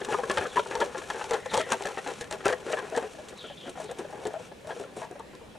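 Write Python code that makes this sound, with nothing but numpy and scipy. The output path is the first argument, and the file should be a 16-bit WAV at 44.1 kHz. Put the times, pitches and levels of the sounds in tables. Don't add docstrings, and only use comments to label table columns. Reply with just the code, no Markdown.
import sys
import numpy as np
from scipy import signal
from scipy.fft import rfft, irfft, next_fast_len
from scipy.io import wavfile
from scipy.ndimage import uniform_filter1d

SR = 44100
rng = np.random.default_rng(int(sys.argv[2]) if len(sys.argv) > 2 else 0)


def master_out(mix):
    frames = np.transpose(np.atleast_2d(mix))
    ceiling = np.clip(frames, -1, 1)
    pcm = np.round(ceiling * 32767).astype(np.int16)
    wavfile.write(sys.argv[1], SR, pcm)


N = 246149

# (wall_db and neck_db are added to level_db, the level of the hollow air note)
BOTTLE_KNOCKS = [(.014, -24, 390, 720, -3, -7, 0.0061), (.086, -21.5, 427, 840, 0, -15, 0.026),
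                 (.109, -25.5, 470, 740, -16, -6, 0.016), (0.124, -19, 402, 800, -3.5, -1.5, 0.017),
                 (0.144, -19, 418, 1010, 6.5, -12, 0.0056), (.186, -19, 506, 797, -2.5, -12, 0.019),
                 (0.234, -18.5, 460, 1090, -6, -10, 0.0081), (.298, -14.5, 400, 1093, -5.5, -4.5, 0.023),
                 (0.373, -15.5, 536, 870, -3.5, 0.5, 0.017), (.411, -19.5, 405, 740, -3, -3.5, 0.042),
                 (.454, -23.5, 450, 1293, -1, -5.5, 0.012), (.559, -20, 434, 900, -7, -3.5, 0.015),
                 (.569, -27, 407, 992, 14, 4, 0.012), (.581, -18, 410, 974, 2, -18, 0.0069),
                 (.592, -16, 436, 940, -1.5, -3.5, 0.0071), (.659, -26.5, 465, 900, -2, -11, 0.0072),
                 (.711, -22.5, 404, 876, -1, -2.5, 0.035), (.752, -22, 475, 890, 1, -7, 0.018),
                 (.803, -26, 490, 900, -2, 3, 0.012), (.814, -15, 437, 915, -2, -3.5, 0.02),
                 (.947, -26.5, 524, 836, -2, -2.5, 0.015), (.972, -26.5, 390, 1120, -6.5, -4.5, 0.026),
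                 (1.016, -30.5, 502, 770, -2, -3, 0.0054), (1.037, -46, 455, 866, -10, 8, 0.0058),
                 (1.101, -31, 462, 850, 9.5, 8, 0.013), (1.145, -27, 450, 880, -1, -2, 0.044),
                 (1.195, -31.5, 644, 870, 4.5, -2, 0.048), (1.211, -32.5, 500, 820, 6, 6.5, 0.012),
                 (1.243, -41, 426, 865, 13, -6, .012), (1.31, -17, 476, 804, -2.5, -9.5, 0.023),
                 (1.334, -18, 492, 835, -2.5, -7, 0.02), (1.458, -22, 516, 840, -3.5, -11, 0.0071),
                 (1.515, -32, 580, 890, 2, 0, 0.021), (1.537, -15.5, 505, 843, -2, -10, .012),
                 (1.553, -20, 507, 960, 2, -11, 0.018), (1.574, -16.5, 530, 883, -2.5, -16, 0.0057),
                 (1.597, -15.5, 487, 850, -10, -6, 0.019), (1.666, -30, 530, 800, -13, -4, .006),
                 (1.718, -16.5, 500, 906, 0, -0.5, 0.023), (1.807, -25, 430, 844, -0.5, -10, 0.027),
                 (1.853, -22.5, 430, 756, -2, -1.5, 0.023), (1.885, -28.5, 446, 805, 2.5, -2.5, 0.047),
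                 (1.973, -22, 429, 780, -2.5, -2, 0.023), (2.063, -28, 542, 836, 3, -1, 0.015),
                 (2.086, -29, 467, 820, -3, -1, 0.023), (2.211, -27.5, 480, 800, -8, -5.5, 0.039),
                 (2.312, -25.5, 648, 790, -8, -6, 0.047), (2.405, -30.5, 470, 805, -11, -2.5, 0.0099),
                 (2.448, -34, 483, 820, -3, 7, 0.0071), (2.457, -9.5, 399, 774, -8.5, -7, 0.013),
                 (2.487, -16, 477, 800, -14, -6, 0.019), (2.525, -16, 509, 840, -14.5, -7, 0.012),
                 (2.665, -18, 416, 720, -20, -12, 0.066), (2.703, -18.5, 468, 795, -17, -23, 0.04),
                 (2.731, -17, 590, 840, -20, -3, 0.0099), (2.771, -23.5, 495, 1040, -3, -4, 0.027),
                 (2.786, -31, 500, 855, -3, 5, .012), (2.826, -27, 406, 695, -8, -7, 0.044),
                 (2.924, -22, 477, 730, -24, -15, 0.021), (2.95, -22.5, 550, 626, -12, -4, 0.052),
                 (2.972, -12.5, 473, 900, -8.5, -10.5, 0.013), (3.025, -21, 420, 754, -5.5, -10.5, 0.036),
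                 (3.145, -39, 655, 705, -16, -9, 0.009), (3.186, -30.5, 606, 740, -25, -12, 0.014),
                 (3.323, -33.5, 480, 785, -5, -12, 0.011), (3.441, -28.5, 426, 686, -11, -7, 0.03),
                 (3.5, -30.5, 573, 670, -10, -13, 0.02), (3.659, -32, 563, 700, -12, -4.5, 0.035),
                 (3.678, -28, 348, 664, -5, -8.5, 0.027), (3.755, -37.5, 515, 783, 3, -1, .02),
                 (3.774, -35, 664, 760, 7, -2, 0.0073), (3.8, -24, 644, 720, -12, -21, 0.016),
                 (3.843, -27, 414, 840, -10, -29, 0.022), (3.892, -25, 480, 789, -14, -11, .02),
                 (3.909, -25.5, 545, 750, -5, -12.5, 0.017), (3.992, -20.5, 410, 790, -12, -25, 0.034),
                 (4.047, -28, 594, 810, -19, -13, 0.0057), (4.099, -33.5, 570, 910, -15, -12, 0.0092),
                 (4.127, -29.5, 468, 830, -2, -12, 0.06), (4.217, -36.5, 534, 734, 2, -22, 0.025),
                 (4.254, -17.5, 420, 712, -6.5, -15, 0.03), (4.306, -32, 480, 690, 1, -9, 0.075),
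                 (4.34, -28, 618, 673, 3.5, -8, 0.038), (4.398, -29.5, 497, 690, -3.5, -24, 0.0094),
                 (4.516, -32.5, 410, 670, -3, -14, 0.0089), (4.647, -32.5, 595, 781, -17, -27, 0.045),
                 (4.671, -30, 620, 696, -13, -24, .012), (4.692, -27, 648, 700, -12, -12.5, 0.018),
                 (4.706, -27, 513, 756, 0, -3, 0.02), (4.764, -28, 483, 730, -25, -13, 0.012),
                 (4.799, -23.5, 422, 682, -8, -17, 0.035), (4.837, -29.5, 550, 780, -19, -10, 0.016),
                 (4.967, -24, 420, 736, -6, -21, 0.019), (5.018, -28, 667, 940, -0.5, -7.5, 0.04),
                 (5.11, -29, 384, 737, -6, -17, 0.02), (5.155, -32, 584, 805, -12, -11, 0.0094),
                 (5.197, -33.5, 454, 910, 4, -11, 0.0096), (5.334, -35, 384, 1024, -11, -10, .03),
                 (5.413, -39, 440, 887, -1, -25, 0.014), (5.552, -37.5, 610, 850, -12, -11, .01)]
# pitch_hz, level_db
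NECK_NOTES = [(1370, 16), (1640, 17), (1770, 7), (2000, -43)]
# pitch_hz, level_db
PANEL_NOTES = [(2340, -39), (2580, 26), (3100, 20.5), (3450, 2.5), (4080, 9)]


def bottle_knocks():
    out, t = np.zeros(N), np.arange(3000) / SR
    hit_spots = rng.random((len(BOTTLE_KNOCKS), 24))
    rubs, catches = rng.standard_normal((2, len(BOTTLE_KNOCKS), 4, len(t)))
    for knock, spot, rub, catch in zip(BOTTLE_KNOCKS, hit_spots, rubs, catches):
        start_s, level_db, air_hz, wall_hz, wall_db, neck_db, tumble_s = knock
        contact = (1 - np.exp(-t / 0.0031)) * np.exp(-(t / max(tumble_s, .002)) ** 2)
        taps = contact * rub * (0.28 + (catch > 2.2))
        strength = np.sqrt((taps ** 2).sum(1, keepdims=True))
        taps[:, :12] += 0.31 * strength * np.hanning(12) / 2
        air = ring(taps[0], [(air_hz, 0), (1.27 * air_hz, -8)], [.5, spot[0]], fade_s=0.047)
        wall = ring(taps[1], [(wall_hz, 0), (1.163 * wall_hz, -14)], [.5, spot[1]], fade_s=0.033)
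        neck = ring(taps[2], NECK_NOTES, spot[8:], fade_s=0.022)
        panels = ring(taps[3], PANEL_NOTES, spot[14:], fade_s=0.0066)
        for part, part_db in (air, 0), (wall, wall_db), (neck, neck_db), (panels, neck_db - 6):
            add(out, start_s, with_peak(part, level_db + part_db))
    return out


def ring(taps, notes, hit_spots, fade_s):
    t = np.arange(len(taps)) / SR
    tone = np.zeros(len(t))
    for (pitch_hz, level_db), spot in zip(notes, hit_spots):
        shifted_hz = pitch_hz * (1 + 0.097 * (spot - .5))
        tone += gain(level_db + 16 * spot - 60 * t / fade_s) * np.sin(2 * np.pi * shifted_hz * t)
    soft_start = 1 - np.exp(-t / (0.018 * fade_s))
    return signal.fftconvolve(taps, soft_start * tone)


# start_s, level_db, fade_s
CAP_TICKS = [(0.048, -31, .006), (0.126, -37, 0.0033), (0.138, -33, 0.0038), (0.298, -27.5, 0.0028),
             (0.3135, -24, 0.0045), (0.373, -28, 0.0028), (0.382, -27, 0.0038), (0.558, -31, 0.002),
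             (0.711, -32, 0.0011), (0.753, -29.5, 0.0033), (0.802, -30, 0.0057), (0.979, -33, 0.01),
             (1.101, -28.5, 0.0038), (1.241, -32, 0.0043), (1.309, -23.5, 0.0027), (1.335, -27, .0047),
             (1.342, -28, .0017), (1.46, -32, 0.0025), (1.537, -25, .0021), (1.542, -17, 0.00069),
             (1.555, -29, 0.0013), (1.569, -27, 0.0029), (1.576, -19, 0.0018), (1.5975, -30, 0.0022),
             (1.6135, -27, .0024), (1.704, -27, 0.0017), (1.7205, -15.5, 0.0032), (1.7321, -22.5, 0.00098),
             (1.8226, -26, 0.0016), (1.837, -29, .0012), (1.856, -27, 0.0022), (1.871, -26.5, 0.00081),
             (1.982, -41, 0.0025), (2.075, -30, .0019), (2.137, -36, 0.003), (2.2099, -28.5, 0.0078),
             (2.242, -35.5, .0022), (2.31, -28, 0.0051), (2.325, -25, 0.003), (2.4545, -22.5, 0.0053),
             (2.4675, -24, 0.00081), (2.481, -22, 0.002), (2.526, -29, 0.0033), (2.725, -26, 0.003),
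             (2.9, -31.5, 0.0011), (2.963, -28.5, 0.0045), (2.975, -29, 0.005), (3.2849, -37.5, 0.014),
             (3.693, -33.5, 0.0084), (3.802, -35.5, 0.009), (3.842, -38, .006), (3.912, -32, 0.0056),
             (3.986, -33.5, 0.0088), (4.107, -41.5, .0025), (4.253, -30, .0018), (4.269, -31.5, 0.0036),
             (4.335, -39.5, 0.0027), (4.672, -35, 0.0024), (4.797, -39, 0.0067), (4.835, -48, .004),
             (4.965, -39.5, .015), (5.112, -40.5, .0022), (5.194, -38, 0.004), (5.3513, -38.5, 0.0022)]
# pitch_hz, boost_db
TICK_TONE = [(2500, 9), (3800, 9.5), (4900, 2.5), (5700, 5.5), (9000, 3.5), (11000, -10), (14000, -26.5),
             (15600, -42)]
# pitch_hz, boost_db
SOFT_GROUND = [(2500, -4), (5000, -4.5), (7000, -2.5), (9000, 2.5)]


def cap_ticks():
    out, t = np.zeros(N), np.arange(1000) / SR
    noises = rng.standard_normal((len(CAP_TICKS), len(t)))
    pitches_hz = 6400 + 3500 * (rng.random(len(CAP_TICKS)) - .5)
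    for (start_s, level_db, fade_s), noise, pitch_hz in zip(CAP_TICKS, noises, pitches_hz):
        burst = noise * (1 - np.exp(-t / 0.00017)) * np.exp(-t / fade_s)
        tick = 1.35 * burst + resonate(burst, pitch_hz, width_hz=2500)
        add(out, start_s, with_peak(tick, level_db))
    near_s, far_s = 2, 4.4
    far = np.interp(np.arange(N) / SR, [near_s, far_s], [0, 1])
    return shape_tone((1 - far) * out + shape_tone(far * out, SOFT_GROUND), TICK_TONE)


# time_s, bottles_db, hiss_db
SACK_SLIDE = [(0, -37, -49), (.3, -36.5, -51.5), (.55, -45, -50.5), (.85, -35, -51), (1.05, -45.5, -49),
              (1.2, -36.5, -46.5), (1.45, -48, -53), (1.85, -41, -52.5), (2.27, -48.5, -56),
              (2.61, -43, -55.5), (2.85, -37.5, -52.5), (3.1, -50.5, -54), (3.3, -46.5, -56),
              (3.58, -55, -61.5), (4.2, -42.5, -59.5), (4.52, -59, -69), (4.85, -46.5, -60.5),
              (5.25, -51, -89), (5.58, -55, -79)]
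# middle_s, length_s, hiss_db, bottles_db
SAND_PUSHES = [(0.127, .12, -45, -45), (0.379, 0.18, -43, -32.5), (0.568, 0.085, -42.5, -37.5),
               (0.707, 0.053, -46.5, -37), (0.824, 0.1, -44, -30.5), (1.11, 0.056, -51, -35.5),
               (1.346, 0.083, -44.5, -25.5), (1.575, 0.1, -38, -29.5), (1.719, 0.086, -43, -31),
               (1.88, 0.13, -46.5, -41.5), (1.984, .06, -49.5, -52), (2.096, 0.089, -43, -33),
               (2.21, 0.087, -52, -45), (2.336, 0.049, -46.5, -31), (2.496, 0.088, -42, -24),
               (2.713, 0.093, -43.5, -33.5), (2.785, 0.041, -46, -38), (3.001, 0.15, -49, -34.5),
               (3.667, 0.075, -58, -45), (3.814, .1, -49, -40), (3.998, .04, -48.5, -36),
               (4.124, 0.072, -56, -57), (4.264, 0.13, -53.5, -48), (4.436, 0.1, -52, -47),
               (4.701, 0.069, -53, -36.5), (4.797, 0.094, -52, -49), (5.009, 0.092, -48.5, -42)]
# pitch_hz, width_hz, level_db
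JOSTLE_NOTES = [(397.4, 41, 4.5), (498.5, 38, 4.5), (616, 35, -8.5), (777, 91, -0.5), (1030, 144, -2.5),
                (1420, 42, -13), (1680, 256, -4.5)]
# pitch_hz, boost_db
SAND_TONE = [(880, -4.5), (1500, 9), (1650, -47), (2220, 4.5), (3090, 0), (4100, -3), (4990, -10.5),
             (5550, -3.5), (7890, -7), (12600, -16), (15500, -53)]


def sack_drag():
    t = np.arange(N) / SR
    push_hiss, push_bottles = np.zeros((2, N))
    for middle_s, length_s, hiss_db, bottles_db in SAND_PUSHES:
        swell = np.exp(-(2 * (t - middle_s) / length_s) ** 2)
        push_hiss += gain(hiss_db) * swell
        push_bottles += gain(bottles_db) * swell
    bottles = np.zeros(N)
    for pitch_hz, width_hz, level_db in JOSTLE_NOTES:
        bumps = clicks(per_s=260, spread_db=3.44) + 0.13 * rng.standard_normal(N)
        note = resonate(bumps, pitch_hz, width_hz)
        bottles += gain(level_db) * unit_level(resonate(note, pitch_hz, 8.6 * width_hz))
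    grains = unit_level(clicks(per_s=2500, spread_db=13))
    sand = shape_tone(grains + 2.4 * rng.standard_normal(N), SAND_TONE)
    clumps = gain(2.4 * wobble(300))
    time_s, slide_bottles_db, slide_hiss_db = np.transpose(SACK_SLIDE)
    bottle_level = np.hypot(gain(np.interp(t, time_s, slide_bottles_db)), push_bottles)
    sand_level = np.hypot(gain(np.interp(t, time_s, slide_hiss_db)), push_hiss)
    return bottle_level * unit_level(bottles) + sand_level * clumps * unit_level(sand)


# start_s, level_db, pitch_hz
LOW_THUDS = [(.072, -46, 245), (0.289, -49, 235), (0.386, -39, 89), (.78, -47, 62), (1.528, -34.5, 203),
             (1.714, -33, 234), (2.06, -37, 287), (2.448, -55, 250), (2.962, -37, 258), (3.663, -40, 249),
             (3.98, -45, 240), (4.964, -43.5, 225)]


def low_thuds():
    out, t = np.zeros(N), np.arange(9000) / SR
    fade_s = 0.078
    swell = (1 - np.exp(-t / 0.018)) * gain(-60 * t / fade_s)
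    for start_s, level_db, pitch_hz in LOW_THUDS:
        add(out, start_s, with_peak(swell * np.sin(2 * np.pi * pitch_hz * t), level_db))
    return out


def echoes_and_fizz(sound):
    t = np.arange(SR // 3) / SR
    signs = rng.choice([-1., 1.], (2, len(t)))
    arrives = (rng.random((2, len(t))) < .05) & (t > .004)
    taps = signs * arrives * gain(-60 * t / 0.15)
    echoes = signal.fftconvolve(sound[None], taps / np.linalg.norm(taps[0]), axes=1)[:, :N]
    return shape_tone(echoes, [(1500, -14.5), (5000, -14), (10000, -34), (12500, 8)])


# start_s, length_s, level_db, first_pitch_hz
FALLING_CALLS = [(.45, 0.23, -52, 3950), (1.483, 0.2, -43, 3900), (3.353, 0.23, -47, 4100),
                 (3.55, 0.18, -49.5, 3470), (3.846, 0.13, -54.5, 3870)]


def nearer_bird():
    low_hz, slide_s, flutter_db = 3150., 0.072, 2
    t, pitch_hz, level = np.arange(N) / SR, np.full(N, low_hz), np.zeros(N)
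    for start_s, length_s, level_db, first_pitch_hz in FALLING_CALLS:
        calling = (t > start_s) & (t < start_s + length_s)
        age_s = t[calling] - start_s
        pitch_hz[calling] += (first_pitch_hz - low_hz) * np.exp(-(age_s / slide_s) ** 2)
        level[calling] = gain(level_db) * np.sin(np.pi * (age_s / length_s) ** 0.78)
    level *= gain(flutter_db * wobble(400))
    return level * blurred_whistle(pitch_hz, width_hz=700)


# time_s, level_db, pitch_hz
LOW_CALL = [(1.3, -82, 1980), (1.37, -53, 1900), (1.62, -41.5, 1930), (1.72, -58, 1970), (2.62, -69, 2070),
            (2.7, -71, 2170), (2.92, -56, 2500), (2.98, -78, 2650)]


def farther_bird():
    t = np.arange(N) / SR
    time_s, level_db, pitch_hz = np.transpose(LOW_CALL)
    level = gain(np.interp(t, time_s, level_db, left=-150, right=-150))
    return level * blurred_whistle(np.interp(t, time_s, pitch_hz), width_hz=330)


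def blurred_whistle(pitch_hz, width_hz):
    band = resonate(rng.standard_normal(N), pitch_hz, width_hz)
    return unit_level(resonate(band, pitch_hz, width_hz))


# pitch_hz, boost_db
HUSH_TONE = [(12, -44), (20, -16), (180, 6), (315, 1.5), (393, 0), (452, 1), (534, 2), (1370, -13),
             (1720, -9), (2090, -12), (2540, -9.5), (4680, -19.5), (9380, -23.5), (14200, -37),
             (15500, -40)]
# pitch_hz, likeness (1 = the same)
HUSH_LIKENESS = [(60, 0.97), (180, 0.74), (550, 0.16), (1650, 0.096), (4970, 0.72), (15000, 0.69)]


def outdoor_hush():
    level_db = -49.5
    frames, hz = N // 256 + 5, np.fft.rfftfreq(1024, 1 / SR)
    noise = rng.standard_normal((frames, 513, 5)).T
    left, unrelated = noise[0] + 1j * noise[1], noise[2] + 1j * noise[3]
    patches_db = 1.5 * unit_level(uniform_filter1d(uniform_filter1d(noise[4], 12, 0), 14, 1))
    likeness = look_up(HUSH_LIKENESS, hz)[:, None]
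    right = likeness * left + np.sqrt(1 - likeness ** 2) * unrelated
    spectra = np.array([left, right]) * gain(look_up(HUSH_TONE, hz)[:, None] + patches_db)
    _, hush = signal.istft(spectra, nperseg=1024, noverlap=768)
    return gain(level_db) * unit_level(hush[:, :N])


# time_s, level_db
BREEZE_GUSTS = [(0, -67), (.4, -59), (.8, -67), (1.1, -63.5), (4.9, -72), (5.3, -60), (5.58, -65)]


def breeze():
    time_s, level_db = np.transpose(BREEZE_GUSTS)
    level = gain(np.interp(np.arange(N) / SR, time_s, level_db))
    shared, left, right = (resonate(resonate(n, 69, 45), 51, 86) for n in rng.standard_normal((3, N)))
    return level * unit_level(shared + 0.5 * np.array([left, right]))


def gain(db):
    return 10 ** (np.asarray(db) / 20)


def unit_level(sound):
    return sound / np.sqrt(np.mean(sound ** 2) + 1e-20)


def with_peak(sound, db):
    return gain(db) * sound / (abs(sound).max() + 1e-12)


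def look_up(table, hz):
    pitch_hz, value = np.transpose(table)
    return np.interp(np.log(hz + 1), np.log(pitch_hz + 1), value)


def shape_tone(sound, table):
    size = next_fast_len(N)
    boost_db = look_up(table, np.fft.rfftfreq(size, 1 / SR))
    return irfft(rfft(sound, size) * gain(boost_db), size)[..., :N]


def add(mix, start_s, sound):
    part = mix[round(start_s * SR):][:len(sound)]
    part += sound[:len(part)]


def resonate(sound, pitch_hz, width_hz):
    turn = np.exp(2j * np.pi * np.cumsum(pitch_hz * np.ones(len(sound))) / SR)
    decay = np.exp(-np.pi * width_hz / SR)
    return 2 * (turn * signal.lfilter([1 - decay], [1, -decay], sound / turn)).real


def clicks(per_s, spread_db):
    size = gain(spread_db * np.minimum(rng.exponential(1, N), 4))
    return size * rng.choice([-1., 1.], N) * (rng.random(N) < per_s / SR)


def wobble(samples):
    return unit_level(uniform_filter1d(uniform_filter1d(rng.standard_normal(N), samples), samples))


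# pitch_hz, boost_db
SACK_TONE = [(20, -54), (120, -3), (260, -6.5), (340, -6), (10000, 2.5), (13000, -15), (15600, -15)]
# pitch_hz, left_minus_right_db
SACK_BALANCE = [(60, 1), (130, -4), (290, 2.5), (640, 4.5), (1410, 3.5), (3100, 2.5), (6820, -1),
                (15000, 6)]


def scene():
    sack = shape_tone(bottle_knocks() + sack_drag(), SACK_TONE) + cap_ticks()
    pitch_hz, lean_db = np.transpose(SACK_BALANCE)
    sides = np.array([shape_tone(sack, np.transpose([pitch_hz, side * lean_db])) for side in (.5, -.5)])
    sides += echoes_and_fizz(sack)
    birds = (nearer_bird() + farther_bird()) * gain([[.8], [-.8]])
    return sides + low_thuds() + birds + outdoor_hush() + breeze()


def record(dry):
    top_hz = 15640
    low_pass = signal.firwin(2047, top_hz, window=("kaiser", 9), fs=SR)
    return signal.oaconvolve(dry, low_pass[None], "same")


dry = scene()
out = record(dry)
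master_out(out)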